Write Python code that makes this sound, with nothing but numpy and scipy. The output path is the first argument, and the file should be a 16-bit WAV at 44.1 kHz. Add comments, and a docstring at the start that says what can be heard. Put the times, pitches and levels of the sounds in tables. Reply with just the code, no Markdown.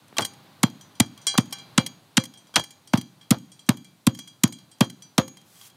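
"""Pounding soil with a hand tamper

A steel-plate tamper pounds stony soil at the bottom of a hole outdoors, near a small microphone.
Each blow crunches (random cracking grains), slaps (short noise bursts) and thuds (pushes that ring the hole).
Plate and shaft ring on as fading sines; pebbles tick against the steel and soil crumbles (shaped noise).
The yard answers dully with fading noise, over a faint outdoor floor, a run of sand and microphone hiss."""
import sys
import numpy as np
from scipy import signal
from scipy.io import wavfile

SR = 44100
rng = np.random.default_rng(int(sys.argv[2]) if len(sys.argv) > 2 else 0)


def inscribe(sig):
    """Save sig as 16-bit PCM at rate SR to the path in sys.argv[1].

    A 1-D sig is mono; a 2-D sig holds one channel per row.
    Samples are clipped to [-1, 1] before scaling.
    """
    pcm = np.round(np.clip(np.atleast_2d(sig).T, -1, 1) * 32767)
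    wavfile.write(sys.argv[1], SR, pcm.astype(np.int16))


N = 254016

# In all tables and settings, t60 is the time in seconds to fade by 60 dB.

# The blows. Each row: first touch in seconds, crunch length in seconds, crunch in dB, crunch treble in dB,
# slap in dB, thud in dB, plate in dB, shaft in dB, crumbling soil in dB, timber in dB.
BLOWS = [(0.1829, 0.0043, -12, -7, -11, -27.5, -50, -56, -17, -63),
         (0.6314, 0.007, -14.5, 1, 2, -5.5, -32.5, -51.5, -26.5, -67.5),
         (1.0002, 0.0057, -11, 3, 3, -6.5, -29.5, -78, -28.5, -77),
         (1.377, 0.0085, -15.5, 0.5, 1.5, -5, -32, -43.5, -27.5, -62),
         (1.7778, 0.0052, -9, -22.5, -2, -6, -24, -58, -26, -31.5),
         (2.17, 0.01, -9, -41, -3, -8, -32.5, -49.5, -30.5, -31),
         (2.5578, 0.0069, -8.5, -42, -8, -29, -22.5, -42, -19, -69),
         (2.934, 0.0059, -17, -6, 3.5, -5, -43.5, -74, -23.5, -50.5),
         (3.3068, 0.0062, -16, 4.5, -16.5, -3.5, -33.5, -64, -20.5, -34.5),
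         (3.6906, 0.0018, -8, 1, -5.5, -4.5, -37.5, -71.5, -24, -63),
         (4.0676, 0.0063, -17, 2, 0, -3.5, -38, -75, -31, -37),
         (4.4356, 0.005, -15, 5, -5.5, -5, -31.5, -41, -27.5, -43),
         (4.807, 0.0055, -17, -0.5, -4, -4, -30.5, -52, -22.5, -39.5),
         (5.1798, 0.0054, -12.5, -2.5, 1, -6.5, -34, -44.5, -22, -23.5)]
# The plate lands a second time. Each row: start of the push in seconds, thud in dB.
REBOUNDS = [(0.212, -27.5), (0.238, -37.5), (2.594, -44), (2.978, -18)]
# Pebbles against the steel. Each row: time in seconds, tick in dB, plate ring in dB,
# brightness of the ring in dB per octave, shaft ring in dB.
PEBBLE_TICKS = [(0.081, -48, -79, 2, -90), (.168, -30.5, -39, -10, -55), (0.207, -31, -40.5, 9, -55),
                (.22, -30, -28, -5, -53), (0.248, -21, -58, 20, -40), (.335, -45.5, -73, -12, -81),
                (0.699, -46, -70, 0, -65), (.81, -43, -58.5, 8, -58), (.953, -54, -58, 4, -93.5),
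                (1.06, -49, -54, 2, -75), (1.176, -42, -52, -5, -78), (1.215, -54, -60.5, 9.5, -64),
                (1.268, -21.5, -19, 1, -34), (1.34, -39, -37.5, -12.5, -59), (1.405, -40.5, -57, 12, -70),
                (1.455, -45, -65, 5, -80), (1.508, -43, -73, 5, -87), (1.525, -24.5, -34, -5.5, -44.5),
                (1.585, -45, -42.5, -1.5, -71), (1.862, -24.5, -44, -2.5, -45),
                (2.199, -47, -33.5, -3.5, -77), (2.237, -30.5, -61, 12, -65), (2.253, -35.5, -68, 3, -73),
                (2.338, -46.5, -53, -2, -70), (2.374, -55, -60, 6.5, -66), (2.47, -65, -61, 3, -83),
                (2.54, -39, -40.5, -7, -74), (2.595, -29.5, -30.5, -1.5, -66),
                (2.638, -33.5, -59.5, 12, -70), (2.706, -39.5, -55, 4, -63.5),
                (2.874, -44.5, -53.5, 5.5, -80), (2.974, -27, -35, -3.5, -64.5),
                (3.012, -34.5, -53, -4.5, -66), (3.212, -57, -51.5, -3.5, -79),
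                (3.384, -46.5, -69, -5.5, -89.5), (3.518, -47, -54, 7, -75), (3.593, -54, -53.5, 5, -72.5),
                (3.664, -57, -60, 5.5, -63), (3.77, -39.5, -52.5, -4.5, -89.5),
                (3.845, -46, -51.5, 1, -67.5), (4.148, -37, -55, -0.5, -66), (4.094, -49, -61.5, -5, -69.5),
                (4.174, -48, -58.5, 7.5, -76), (4.189, -32.5, -41.5, -0.5, -54),
                (4.275, -39.5, -51.5, 5.5, -71), (4.475, -35, -59, 2, -82), (4.524, -34, -47.5, 5, -61),
                (4.586, -47.5, -54.5, -2.5, -82), (4.715, -51, -54.5, 4.5, -90.5),
                (4.784, -52.5, -80.5, -2.5, -90.5), (4.843, -39, -58.5, 9.5, -67),
                (4.898, -34.5, -53, -5, -67), (5.022, -44, -51, 6, -78.5), (5.227, -55, -44, -9, -74),
                (5.278, -38.5, -60, -12, -50.5), (5.37, -42.5, -56, -3, -75), (5.413, -49, -70, 1, -71),
                (5.555, -50, -58, -6, -78), (5.613, -44, -52, -5.5, -80), (5.699, -48, -59.5, -2, -79)]
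# Dull knocks of stone on stone. Each row: time in seconds, level in dB.
STONE_KNOCKS = [(.127, -42.5), (.168, -38), (0.207, -23.5), (1.343, -36), (1.353, -27.5), (1.527, -42),
                (1.56, -48), (2.494, -54.5), (2.541, -40), (2.598, -30.5), (2.978, -39), (4.19, -51),
                (4.475, -40), (5.281, -49), (5.37, -54)]

# Ringing tones of the steel plate. Each row: pitch in Hz, level in dB, t60 in seconds.
PLATE_MODES = [(802, -30, 1.5), (1141, -16, .15), (1550, -22, .3), (1723, -20, .3), (2110, -20, .18),
               (2345, -14, .45), (2880, -17, .35), (3214, -2, .22), (3250, -3, .1), (3278, -4, .27),
               (3320, -8, .2), (4037, -14, .5), (4085, -12, .5), (4258, -17, .12), (4662, -11, .4),
               (4808, -11, .4), (5518, -9, .14), (5960, -6, .28), (6772, -12, .12), (6912, -17, .25),
               (7187, -8, .11), (7671, -16, .13), (8490, -11, .13), (8705, -13, .17), (9155, -19, .14),
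               (9415, -13, .075), (10120, -21, .065), (11180, -24, .11)]
# Ringing tones of the shaft. Each row: pitch in Hz, level in dB, t60 in seconds.
SHAFT_MODES = [(6655, 0, .36), (13500, -8, .1)]
# Soil and air of the hole. Each row: pitch in Hz, level in dB, t60 in seconds.
HOLE_MODES = [(118.1, -4.5, 0.064), (223.3, 14.5, 0.021), (281, 18, 0.0061)]
# A beam at the rim that hums along. One row: pitch in Hz, t60 in seconds.
TIMBER_MODE = (525, .2)

# Tone colour of the crunch. Each row: frequency in Hz, relative level in dB per Hz.
CRUNCH_COLOUR = [(600, -15), (1000, -1.5), (2200, 1.5), (4000, 2.5), (6000, -3), (8500, 2.5), (11000, -4),
                 (15000, -19)]
# Tone colour of the crumbling soil. Each row: frequency in Hz, relative level in dB per Hz.
SETTLING_COLOUR = [(400, 9), (1000, 11.5), (2500, -4), (4000, -0.5), (7000, -18.5), (11000, -17.5),
                   (15000, -20.5)]
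# Tone colour of ticks and dropping grains. Each row: frequency in Hz, relative level in dB per Hz.
TICK_COLOUR = [(600, -19), (2000, -5.5), (4000, 3.5), (8000, 6.5), (11000, -3), (15000, -3)]
# Tone colour of the outdoor rumble. Each row: frequency in Hz, relative level in dB per Hz.
FLOOR_COLOUR = [(60, 2), (110, 9.5), (220, 7), (400, -2), (900, 0), (1500, -5), (2500, -10), (3600, -4.5),
                (5500, -20.5), (9000, -22)]
# Loudness of the outdoor rumble over time. Each row: time in seconds, level in dB.
FLOOR_LEVEL = [(0.0, -56), (0.22, -50), (1.0, -53.5), (1.84, -49.5), (2.0, -55.5), (4.09, -60.5),
               (5.76, -57.5)]
# Echoes of the yard. Each row: frequency in Hz, relative level in dB per Hz, t60 in seconds.
YARD_ECHO = [(70, -15.5, 0.35), (132, -6, 0.84), (223, 0.5, 0.3), (330, 0.5, 0.58), (474, -3.5, 0.21),
             (1460, 10.5, 0.067), (5070, -57.5, 0.05), (14000, -37, .1)]

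# An edge touches first, and the crackle fades once the plate is flat.
LEAD_S, LEAD_DB, AFTER_S = .002, -14, .001
COARSE_GRIT_HZ, TREBLE_HZ = 3000, 7950   # coarse grit lies below the first; each blow sets its level above the second
FINE_SHARE = 0.43   # fine grit weakens after this share of the crunch
PUSH_S, SLAP_HZ = 0.005, 1190
BLOW_RING_DB_PER_OCTAVE = -2.5   # high plate tones start weaker after a blow
# Soil damps the plate while it lies flat, the hands always.
PRESSED_S, PRESSED_T60_S, HAND_T60_S = .07, .3, 2.5
TICK_RISE_S = .0012
TICK_T60_S, TICK_LINGERS = .025, 0.4   # t60 of a -45 dB tick; growth of log t60 per 20 dB, so louder ones draw out
CHATTER_DB, CHATTER_T60_S = -24, 0.017   # the grit of a tick rings briefly in the plate
SOIL_T60_S = 0.11
# Loose sand runs down the wall.
SAND_S, SAND_START_S, SAND_PEAK_S, SAND_DB = 5.43, .04, 5.674, -46   # start, fade-in, peak, level at the peak
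SAND_RISE_DB_PER_S, SAND_STOP_DB_PER_S = 65, 600
MIC_HISS_DB = -64.5   # before its band filter
MIC_LOW_HZ, CUTOFF_HZ = 94, 16600


def from_db(db):
    """Turn a level in dB into a gain."""
    return 10 ** (np.asarray(db) / 20)


def rms_one(x):
    """Scale a signal to rms 1."""
    return x / np.sqrt(np.mean(x ** 2) + 1e-20)


def at_hz(points, hz, column=1):
    """Read a table column at a frequency, along a logarithmic axis."""
    points = np.array(points)
    return np.interp(np.log(hz), np.log(points[:, 0]), points[:, column])


def in_time(rows):
    """Draw a curve through (seconds, value) rows, one value per sample."""
    return np.interp(np.arange(N) / SR, *np.transpose(rows))


def band_pass(x, low, high, order):
    """Keep what lies between two frequencies in Hz."""
    return signal.sosfilt(signal.butter(order, [low, high], "band", fs=SR, output="sos"), x)


def one_sided(x, hz, kind):
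    """Keep what lies below ("low") or above ("high") a frequency."""
    return signal.sosfilt(signal.butter(2, hz, kind, fs=SR, output="sos"), x)


def ring(drive, hz, t60):
    """A resonator: a unit click sets a sine ringing from about height 1."""
    r = from_db(-60 / (t60 * SR))
    w = 2 * np.pi * hz / SR
    return signal.lfilter([0, np.sin(w)], [1, -2 * r * np.cos(w), r * r], drive + 1e-18)


def bands(x):
    """Split into half-octave bands with their centres; two signals take turns from band to band."""
    x = np.atleast_2d(x)
    edges = 50 * 2 ** np.arange(0, 8.6, .5)
    for k, (low, high) in enumerate(zip(edges, edges[1:])):
        sign = (-1) ** k   # lets neighbouring bands add where they overlap
        yield np.sqrt(low * high), sign * band_pass(x[k % len(x)], low, high, order=2)


def coloured(x, spectrum):
    """Weight each band by a tone colour, keeping the power of white input."""
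    impulse = np.eye(1, 4096)[0]
    response = sum(from_db(at_hz(spectrum, hz)) * band for hz, band in bands(impulse))
    shaped = sum(from_db(at_hz(spectrum, hz)) * band for hz, band in bands(x))
    return shaped / np.sqrt(np.sum(response ** 2))


def grit(per_s, spread_db):
    """Grains crack at random with very uneven sizes, over a little hiss; rms 1."""
    sizes = from_db(spread_db * np.minimum(rng.exponential(1, N), 4)) * rng.choice([-1, 1], N)
    cracks = rms_one(sizes * (rng.random(N) < per_s / SR))
    return rms_one(cracks + 0.22 * rng.standard_normal(N))


def clicks(times, db):
    """Place one click at each time."""
    out = np.zeros(N)
    np.add.at(out, np.round(np.asarray(times) * SR).astype(int), from_db(db))
    return out


def dying(times, db, t60):
    """A loudness curve that jumps at each time and dies away."""
    return signal.lfilter([1], [1, -from_db(-60 / (t60 * SR))], clicks(times, db) + 1e-18)


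def crunch():
    """Grit breaks under the descending plate: fine grains crack first, coarse ones swell until it lies flat."""
    t = np.arange(N) / SR
    fine, coarse, treble_db = np.zeros(N), np.zeros(N), np.zeros(N)
    for s, length, db, bright_db, *_ in BLOWS:
        progress = (t - s) / length   # 0 at first touch, 1 when flat
        early = from_db(LEAD_DB) * np.clip(1 + (t - s) / LEAD_S, 0, 1)
        after = np.exp(-np.maximum(t - s - length, 0) / AFTER_S)
        fine_main = after * np.where(progress < FINE_SHARE, 1, 0.4)
        coarse_main = after * (0.092 + 0.85 * np.minimum(progress, 1))
        fine += from_db(db) * np.where(progress < 0, early, fine_main)
        coarse += from_db(db) * np.where(progress < 0, 0.3 * early, coarse_main)
        treble_db[t > s - .05] = bright_db
    grains = grit(10000, spread_db=4.5)
    low = one_sided(coarse * grains, COARSE_GRIT_HZ, "low")
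    high = one_sided(fine * grains, COARSE_GRIT_HZ, "high")
    full = coloured(low - high, CRUNCH_COLOUR)
    dull = one_sided(full, TREBLE_HZ, "low")
    return dull + from_db(treble_db) * (full - dull)


def slap_and_thud():
    """Air bursts out from under the plate; the soil takes the push and the hole booms, while a beam hums."""
    s, length, _, _, slap_db, thud_db, *_, timber_db = np.transpose(BLOWS)
    flat = s + length
    bursts = dying(flat - .003, slap_db, 0.0094) * rng.standard_normal(N)
    crack = 0.23 * ring(bursts, SLAP_HZ, 0.0026)
    hollow_body = 0.016 * ring(bursts, SLAP_HZ / 2, 0.007)
    push = np.gradient(np.hanning(int(PUSH_S * SR)))   # sound follows the change of the force
    starts = clicks(flat - .0034, thud_db) + clicks(*np.transpose(REBOUNDS))
    pushes = np.convolve(starts, push / np.abs(push).sum())[:N]
    boom = -sum((-1) ** k * from_db(db) * ring(pushes, hz, t60) for k, (hz, db, t60) in enumerate(HOLE_MODES))
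    return crack + hollow_body + boom + ring(clicks(flat, timber_db), *TIMBER_MODE)


def steel():
    """Each contact adds energy to every mode, by a share of its own; landing on the soil stills what rang before."""
    s, length, *_, plate_db, shaft_db, _, _ = np.transpose(BLOWS)
    landings = s + length
    t = np.arange(N) / SR
    blows = np.c_[landings, plate_db, np.full(len(s), BLOW_RING_DB_PER_OCTAVE), shaft_db]
    pebble_hits = np.delete(PEBBLE_TICKS, 1, axis=1)   # all columns but the tick level
    hit_s, plate_db, slope_db, shaft_db = np.r_[blows, pebble_hits].T
    modes = PLATE_MODES + SHAFT_MODES
    chance_db = rng.normal(0, 3.5, (len(hit_s), len(modes)))
    pressed = sum((t > s) & (t < s + PRESSED_S) for s in landings)
    raining = dying(landings, np.full(len(s), -53.), 0.44)   # sand keeps falling on the lifted plate
    out = np.zeros(N)
    cuts = np.round(np.r_[0, landings - .001, N / SR] * SR).astype(int)
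    for k, (hz, db, t60) in enumerate(modes):
        on_plate = k < len(PLATE_MODES)
        struck_db = plate_db + slope_db * np.log2(hz / 3300) if on_plate else shaft_db
        grains = from_db(db) * raining * rng.standard_normal(N) * (rng.random(N) < 60 / SR)
        energy = grains ** 2 + clicks(hit_s, 2 * (struck_db + db + chance_db[:, k]))   # doubled dB: energy
        damping = 1 / t60 + 1 / HAND_T60_S + on_plate * pressed / PRESSED_T60_S
        loss = 2 * np.log(1000) / SR * damping   # energy loss per sample
        for a, b in zip(cuts, cuts[1:]):
            lost = np.exp(np.cumsum(loss[a:b]))
            height = np.sqrt(np.cumsum(energy[a:b] * lost) / lost)
            out[a:b] += height * np.sin(2 * np.pi * (hz * t[a:b] + rng.random()))
    return out


def pebbles():
    """Stone meets steel in a gritty tick, drawn out when it is strong, and now and then stone knocks dully."""
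    t = np.arange(N) / SR
    shape = np.zeros(N)
    for s, tick_db, *_ in PEBBLE_TICKS:
        near = slice(round(s * SR), round(s * SR) + SR // 4)
        t60 = TICK_T60_S * np.exp(TICK_LINGERS * (tick_db + 45) / 20)
        rise = 1 - np.exp(-np.abs(t[near] - s) / TICK_RISE_S)
        shape[near] += from_db(tick_db - 60 * (t[near] - s) / t60) * rise
    knock_noise = dying(*np.transpose(STONE_KNOCKS), 0.0084) * rng.standard_normal(N)
    knock = 0.91 * ring(knock_noise, 1000, 0.0047)
    grains = shape * grit(8000, spread_db=4.0)
    chatter = sum(from_db(CHATTER_DB + db) * ring(grains, hz, CHATTER_T60_S) for hz, db, _ in PLATE_MODES)
    return coloured(grains, TICK_COLOUR) + chatter + knock


def settling():
    """Soil crumbles for a moment after the plate has landed; single grains keep dropping for longer."""
    s, length, *_, soil_db, _ = np.transpose(BLOWS)
    landings = s + length
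    crumble = dying(landings, soil_db, SOIL_T60_S)
    sizes = rng.exponential(1, N) * (rng.random(N) < 70 / SR)
    drops = sizes * dying(landings, np.full(len(s), -50.), 0.21)
    # each drop is a noise burst with a t60 of 4 ms
    drops = signal.lfilter([1], [1, -from_db(-60 / (0.004 * SR))], drops) * rng.standard_normal(N)
    return coloured(crumble * grit(2500, spread_db=4.0), SETTLING_COLOUR) + coloured(drops, TICK_COLOUR)


def yard(x):
    """Walls and timber scatter the sound back: noise that dies band by band."""
    t = np.arange(SR) / SR
    tail = np.zeros(SR)
    for hz, band in bands(rng.standard_normal((2, SR))):
        tail += band * from_db(at_hz(YARD_ECHO, hz) - 60 * t / at_hz(YARD_ECHO, hz, column=2))
    onset = np.clip((t - .012) / 0.0011, 0, 1)   # echoes begin after 12 ms
    return signal.fftconvolve(x, tail * onset)[:N]


def background():
    """Distant rumble, a run of loose sand and steady microphone hiss, each made of filtered noise."""
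    floor = from_db(in_time(FLOOR_LEVEL)) * coloured(rng.standard_normal((2, N)), FLOOR_COLOUR)
    t = np.arange(N) / SR
    below_peak_db = np.maximum(SAND_RISE_DB_PER_S * (SAND_PEAK_S - t), SAND_STOP_DB_PER_S * (t - SAND_PEAK_S))
    sand_gain = np.clip((t - SAND_S) / SAND_START_S, 0, 1) * from_db(SAND_DB - below_peak_db)
    sand = band_pass(grit(15000, spread_db=2.0), 2500, 14000, order=1)
    hiss = band_pass(rng.standard_normal(N), 3000, 12000, order=1)
    return floor + sand_gain * sand + from_db(MIC_HISS_DB) * hiss


def scene():
    """All sources add up at one microphone."""
    tamper = crunch() + slap_and_thud() + steel() + pebbles() + settling()
    return (tamper + from_db(-50) * yard(tamper) + background())[None]


def record(dry):
    """The small microphone drops the deep bass, peaks are rounded, the top is cut."""
    thin = signal.sosfilt(signal.butter(6, MIC_LOW_HZ, "high", fs=SR, output="sos"), dry)
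    rounded = 1.15 * np.tanh(thin / 1.15)
    return signal.sosfilt(signal.cheby2(12, 60, CUTOFF_HZ, fs=SR, output="sos"), rounded)


dry = scene()
out = record(dry)
inscribe(out)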